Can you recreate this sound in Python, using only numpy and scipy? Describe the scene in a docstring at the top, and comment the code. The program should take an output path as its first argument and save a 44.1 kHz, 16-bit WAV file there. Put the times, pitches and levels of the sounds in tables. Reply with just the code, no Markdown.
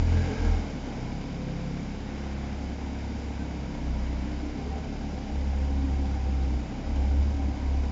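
"""A flat-six sports car creeps into a space in a concrete underground car park, heard from across the aisle.
A light rev drops to idle: firing harmonics boom and fade as the car rolls through standing waves, pulses filtered
by silencers and tailpipes burble and puff, and filtered noise makes the engine bay's rush and the ventilation's hiss.
Narrow wandering tones sing from the rev onwards; then brake pads brush as swells of coloured noise, a tyre chirps
as one very short tone, and a wavering whine joins the last creep."""
import sys
import numpy as np
from scipy import signal
from scipy.fft import rfft, irfft
from scipy.io import wavfile
from scipy.ndimage import uniform_filter1d

SR = 44100
rng = np.random.default_rng(int(sys.argv[2]) if len(sys.argv) > 2 else 0)


def wav_record(signal):
    """Record a signal, one row per channel, as 16-bit PCM in the file named by sys.argv[1]."""
    frames = np.transpose(np.atleast_2d(signal))
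    bounded = np.clip(frames, -1, 1)
    # unit amplitude maps onto the largest positive 16-bit level
    quanta = np.round(bounded * 32767).astype(np.int16)
    wavfile.write(sys.argv[1], SR, quanta)


N = 348831

RING_RISE_S, RING_FALL_S = 0.06, 0.2   # edges of the narrow tones and the whine


def from_db(db):
    """Decibels to gain."""
    return 10 ** (np.asarray(db) / 20)


def rms_one(x):
    """Scale to unit power."""
    return x / np.sqrt(np.mean(x ** 2) + 1e-20)


def in_time(rows):
    """Each column of a curve table, interpolated sample by sample."""
    s, *columns = np.transpose(rows)
    return [np.interp(np.arange(N) / SR, s, column) for column in columns]


def drift(rate_hz):
    """Slow random wander of spread 1: noise through two equal poles, run at a fortieth of the sample rate."""
    step = 40
    warm_up = 2000
    pole = np.exp(-2 * np.pi * rate_hz * step / SR)
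    white = rng.standard_normal(N // step + warm_up + 2)
    slow = signal.lfilter([1], [1, -2 * pole, pole * pole], white)[warm_up:]
    return np.interp(np.arange(N) / step, np.arange(len(slow)), rms_one(slow))


def colour(x, points):
    """Causal (minimum-phase) filter through the (Hz, dB) points, scaled to rms 1."""
    size = 8192
    hz, db = np.transpose(points)
    bins_hz = np.arange(size // 2 + 1) * SR / size
    gain = from_db(np.interp(np.log(bins_hz + 1), np.log(hz), db))
    # folding the cepstrum onto positive time gives minimum phase
    cepstrum = irfft(np.log(gain))
    cepstrum[1:size // 2] *= 2
    cepstrum[size // 2 + 1:] = 0
    impulse = irfft(np.exp(rfft(cepstrum)))
    return rms_one(signal.oaconvolve(x, impulse)[:N])


def steady(x):
    """Level to unit power over every quarter of a second."""
    return x / np.sqrt(uniform_filter1d(x ** 2, size=SR // 4) + 1e-12)


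def swell(start, end, rise_s, fall_s):
    """Rise, hold and fall, 0-1; the edges are centred on start and end."""
    t = np.arange(N) / SR
    return np.clip(np.minimum((t - start) / rise_s, (end - t) / fall_s) + 0.5, 0, 1)


def hall_tail(x):
    """The long ring of bare concrete from one spot, already sounding at the start; treble dies sooner."""
    t60_s, treble_t60_s = 2.02, 1
    t = np.arange(int(SR * 1.5)) / SR
    white = rng.standard_normal(len(t))
    low = signal.sosfilt(signal.butter(2, 1500, fs=SR, output="sos"), white)
    treble = white - low
    tail = low * from_db(-60 * t / t60_s) + treble * from_db(-60 * t / treble_t60_s)
    # mirrored sound ahead of the start fills the hall before the first sample
    earlier = np.pad(x, (len(t) - 1, 0), mode="reflect")
    return rms_one(signal.fftconvolve(earlier, tail, mode="valid"))


def car_park(x, wet_db):
    """Direct sound plus reflections whose pattern keeps changing as the car rolls."""
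    place = 2 * np.pi * 0.3026 * np.arange(N) / SR
    reflections = np.cos(place) * hall_tail(x) + np.sin(place) * hall_tail(x)
    return x + from_db(wet_db) * reflections


def firings(turns, uneven_db, jitter_s):
    """One pressure pulse per firing; every cylinder has its own strength and no two burns are alike."""
    # strength of the six cylinders in firing order, the two banks taking turns: level [dB]
    cylinder_db = [2.5, -5, -1.5, 1, 1, -5.5]
    at = np.flatnonzero(np.diff(np.floor(turns)))
    chance = rng.standard_normal((len(at), 2))
    late = (jitter_s * SR * chance[:, 0]).astype(int)
    when = np.clip(at + late, 0, N - 1)
    pulses = np.zeros(N)
    pulses[when] = from_db(np.resize(cylinder_db, len(at)) + uneven_db * chance[:, 1])
    return pulses


def puffs(pulses, decay_s):
    """Each pulse releases a burst of turbulence that dies away."""
    envelope = signal.lfilter([1], [1, -np.exp(-1 / (decay_s * SR))], pulses + 1e-18)
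    return rms_one(envelope * rng.standard_normal(N))


def tone(cycles, waver_db, waver_rate):
    """A sine that follows the running count of cycles and wavers in level around rms 1."""
    sine = np.sin(2 * np.pi * (cycles + rng.random()))
    return np.sqrt(2) * sine * from_db(waver_db * drift(waver_rate))


def singing(turns, hz, wander_hz, throb=0.16):
    """A narrow resonance throbs with the firings and wanders in pitch and level."""
    cycles = np.cumsum(hz + wander_hz * drift(14.2)) / SR
    pulsing = 1 + throb * np.cos(2 * np.pi * (turns + rng.random()))
    return pulsing * tone(cycles, waver_db=3.0, waver_rate=14)


def boom(turns):
    """Firing tone and octave swell in the hall's standing waves; the unequal banks add a weak half order."""
    # swells where car and hall meet in a standing wave:
    # (start [s], end [s], firing tone [dB], its octave [dB], growth of the octave from start to end [dB])
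    standing_waves = [(-.1, 0.272, -27.5, -24, -1), (0.442, 0.6, -23, -26, -7.5),
                      (2.19, 3.68, -47, -36, -2.5), (3.84, 4.5, -39, -31.5, -6.5),
                      (4.655, 4.83, -48, -33, -2), (4.983, 5.22, -39.5, -35.5, 1),
                      (5.35, 6.6, -41.5, -26.5, 0), (6.881, 7.27, -36.5, -23.8, 8),
                      (7.35, 7.518, -42, -25.5, -1.5), (7.642, 7.951, -36.5, -27, -8)]
    tone_rest_db, octave_rest_db = -41.5, -41.5   # between the swells
    tone_sag_db = 7   # the firing tone fades by this much through each swell
    rise_s, fall_s = 0.14, 0.14
    t = np.arange(N) / SR
    first, second = from_db(tone_rest_db), from_db(octave_rest_db)
    for start, end, tone_db, octave_db, growth_db in standing_waves:
        shape = swell(start, end, rise_s, fall_s)
        along = np.interp(t, [start, end], [-0.5, 0.5])
        first = first + shape * (from_db(tone_db - tone_sag_db * along) - from_db(tone_rest_db))
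        second = second + shape * (from_db(octave_db + growth_db * along) - from_db(octave_rest_db))
    firing_tone = first * tone(turns, waver_db=1.8, waver_rate=16)
    octave = second * tone(2 * turns, waver_db=1.3, waver_rate=12)
    half_order = from_db(-56.5) * tone(1.5 * turns, waver_db=5, waver_rate=1.8)
    return firing_tone + octave + half_order


def drone(turns):
    """The next harmonics; their echoes lag behind and blur them when the speed changes."""
    # exhaust harmonics: (time [s], third harmonic [dB], fourth harmonic [dB], fifth harmonic [dB])
    harmonic_levels = [(0.0, -41.5, -60.5, -56.5), (0.25, -31.5, -61, -53), (0.6, -59.5, -50, -52.5),
                       (1.0, -49, -38.5, -46), (1.7, -46.5, -41.5, -36), (2.1, -46.5, -45, -55),
                       (3.2, -42.5, -55.0, -41.5), (3.6, -53.5, -44.5, -43), (4.4, -47, -45.5, -48),
                       (4.9, -51.5, -50, -52), (6.1, -43, -46, -50), (6.7, -51, -44.5, -50.0),
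                       (7.2, -41.5, -50, -48), (7.91, -45.0, -49, -63)]
    lines = np.zeros(N)
    for order, db in zip((3, 4, 5), in_time(harmonic_levels)):
        cycles = order * turns + 0.03 * drift(7.5)
        lines += from_db(db) * tone(cycles, waver_db=1.5, waver_rate=12)
    return np.std(lines) * car_park(rms_one(lines), wet_db=-9.5)


def burble(turns):
    """Firing pulses ring in the silencers and roll around the hall."""
    # silencer colour: (frequency [Hz], relative level [dB])
    silencer = [(90, -43.5), (140, -16), (178, -0.5), (215, 1), (250, -4.5), (285, 1.5), (315, -11.5),
                (380, -20), (600, -31.5), (1200, -55.5)]
    pulses = firings(turns, uneven_db=1.9, jitter_s=0.00046)
    gas = rms_one(pulses) + from_db(-10.5) * puffs(pulses, decay_s=0.0066)
    return steady(car_park(colour(gas, silencer), wet_db=3.5))


def rasp(turns):
    """Each firing leaves the tailpipes as a dull thump and a puff of hiss."""
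    # tailpipe colour: (frequency [Hz], relative level [dB])
    tailpipe = [(220, -19.5), (340, 0), (370, -5.5), (410, -0.5), (450, -6), (505, -0.5), (560, -5),
                (700, -4.5), (770, -0.5), (830, -4), (900, -4), (1020, -8), (1250, -17.5), (2500, -33.5)]
    pulses = firings(turns, uneven_db=1.0, jitter_s=0.00007)
    thumps = signal.sosfilt(signal.butter(2, 650, fs=SR, output="sos"), rms_one(pulses))
    gas = from_db(2.5) * thumps + puffs(pulses, decay_s=0.009)
    return steady(car_park(colour(gas, tailpipe), wet_db=8.0))


def engine_bay(turns):
    """Valves and injectors tick into the rush of belts and intake air."""
    # engine bay colour: (frequency [Hz], relative level per Hz [dB])
    bay_colour = [(500, -11.5), (1000, -3.5), (1250, -2), (1530, 2.5), (1800, -2.5), (2050, 0.5),
                  (2190, 3.5), (2500, -1.5), (2800, -4.5), (3000, -1.5), (3300, -6.5), (3850, -5.5),
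                  (4250, -11), (4850, -4), (6200, -11), (6900, -10), (7500, -19)]
    pulses = firings(turns, uneven_db=1.5, jitter_s=0.003)
    ticks = car_park(puffs(pulses, decay_s=0.003), wet_db=7)
    rush = rng.standard_normal(N)
    return colour(rush + from_db(-4.5) * rms_one(ticks), bay_colour)


def ventilation():
    """Moving air hisses steadily: noise shaped by the ducts' colour."""
    # ventilation colour: (frequency [Hz], relative level per Hz [dB])
    vent_colour = [(20, -11), (35, -5), (55, -8), (85, -10.5), (115, -6.5), (160, -0.5), (220, 0),
                   (290, -8), (360, -14), (780, -17.5), (1200, -27), (2200, -26.5), (4300, -33),
                   (7500, -37)]
    return from_db(-45.0) * colour(rng.standard_normal(N), vent_colour)


def rev_rings(turns, effort):
    """Resonances that build up just behind the throttle and fade with it."""
    # resonances under throttle: (frequency [Hz], wander [Hz], level at full effort [dB])
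    resonances = [(458, 7, -44), (433.5, 5.3, -45.5), (770, 5.5, -50), (844, 30, -51)]
    lag_s, range_db = 0.08, 21
    t = np.arange(N) / SR
    drive = from_db(range_db * (np.interp(t - lag_s, t, effort) - 1))
    return drive * sum(from_db(db) * singing(turns, hz, wander_hz) for hz, wander_hz, db in resonances)


def rings(turns):
    """Narrow resonances of car and hall build up, sing for a while and die away."""
    # narrow tones: (start [s], end [s], frequency [Hz], level [dB])
    narrow_tones = [(.1, .55, 1583, -56), (.16, 0.553, 1644, -55.5), (1.267, 1.651, 510, -51),
                    (4.255, 4.545, 298, -42.5), (4.549, 5.1, 417, -52), (4.55, 4.85, 777, -53),
                    (5.1, 6.4, 510, -55), (5.62, 6.15, 274, -40), (5.85, 6.55, 768, -53),
                    (7.051, 7.45, 279, -42)]
    wander = 0.00683   # share of the pitch
    total = np.zeros(N)
    for start, end, hz, db in narrow_tones:
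        shape = swell(start, end, RING_RISE_S, RING_FALL_S)
        total += from_db(db) * shape * singing(turns, hz, wander * hz)
    return total


def brakes():
    """Pads rub the discs with a soft hiss as the brakes check the car."""
    # brake rubs: (start [s], end [s], level [dB])
    brakings = [(2.067, 2.58, -53), (3.98, 4.35, -54)]
    # pad colour: (frequency [Hz], relative level per Hz [dB])
    pads = [(500, -19.5), (900, 1), (1400, -2), (2200, -2), (3200, -13.5), (7000, -25.5)]
    edge_s = 0.1
    pressure = sum(from_db(db) * swell(start, end, edge_s, edge_s) for start, end, db in brakings)
    return pressure * colour(rng.standard_normal(N), pads)


def tyre_chirp():
    """Rubber slips on the painted floor for an instant: a tone under a bell-shaped envelope."""
    # the chirp: (time [s], frequency [Hz], level [dB], spread of the bell [s])
    s, hz, db, length_s = (3.41, 1545, -53, .016)
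    t = np.arange(N) / SR
    bell = np.exp(-((t - s) / length_s) ** 2 / 2)
    return from_db(db) * bell * tone(hz * t, waver_db=-1.0, waver_rate=30)


def whine(turns):
    """An unsteady tone throbs with the firings while the car inches in."""
    # the last creep: (start [s], end [s], frequency [Hz], wander [Hz], level [dB])
    start, end, hz, wander_hz, db = (5, 8, 780, 18.5, -54)
    shape = swell(start, end, RING_RISE_S, RING_FALL_S)
    return from_db(db) * shape * singing(turns, hz, wander_hz, throb=0.4)


def scene():
    """The car and the ventilation, heard from across the aisle."""
    # engine speed: (time [s], firings per second [Hz])
    speed = [(0.0, 41.1), (0.33, 43), (0.61, 40.2), (0.84, 33.9), (1.03, 30.7), (1.23, 33.9), (2.91, 34.8),
             (3.46, 34.1), (3.92, 31.4), (4.49, 33.3), (4.65, 34.7), (5.11, 36.4), (5.18, 33.7),
             (5.9, 34.6), (6.76, 31.5), (6.83, 34.8), (7.03, 33.4), (7.31, 35.7), (7.49, 34.1),
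             (7.91, 34.4)]
    # a dab of throttle, a small catch as the speed falls, then idle: (time [s], effort [0-1])
    throttle = [(0, 0.55), (.15, .97), (.43, 0.91), (.74, 0.25), (.92, 0.37), (1.25, 0.08), (7.91, 0)]
    # the clutch takes up load, tailpipes and whine grow louder: (start [s], end [s], added level [dB])
    nudges = [(.87, 1.03, 2), (4.55, 4.846, 2), (6.87, 7.08, 1.7)]
    nudge_edge_s = 0.11
    nosing_in_db_per_s = 0.17   # the walls of the space throw back more exhaust as the car noses in

    firing_hz, = in_time(speed)
    effort, = in_time(throttle)
    turns = np.cumsum(firing_hz * (1 + 0.003 * drift(6))) / SR   # running count of firings
    walls = from_db(nosing_in_db_per_s * (np.arange(N) - N / 2) / SR)
    load = from_db(sum(db * swell(start, end, nudge_edge_s, nudge_edge_s) for start, end, db in nudges))

    # engine levels: dB at zero effort, plus the dB that full effort adds
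    silencers = from_db(-38.5 + 4 * effort) * burble(turns)
    tailpipes = load * from_db(-45.5 + 5.5 * effort) * rasp(turns)
    bay = from_db(-50.5 + 6.5 * effort) * engine_bay(turns)

    exhaust = boom(turns) + drone(turns) + walls * (silencers + tailpipes)
    tones = rev_rings(turns, effort) + rings(turns) + load * whine(turns)
    return (exhaust + bay + ventilation() + tones + brakes() + tyre_chirp())[None]


def record(dry):
    """The microphone signal loses its top to a steep low-pass."""
    cutoff_hz = 7400
    return signal.sosfilt(signal.ellip(10, 0.2, 80, cutoff_hz, fs=SR, output="sos"), dry)


dry = scene()
out = record(dry)
wav_record(out)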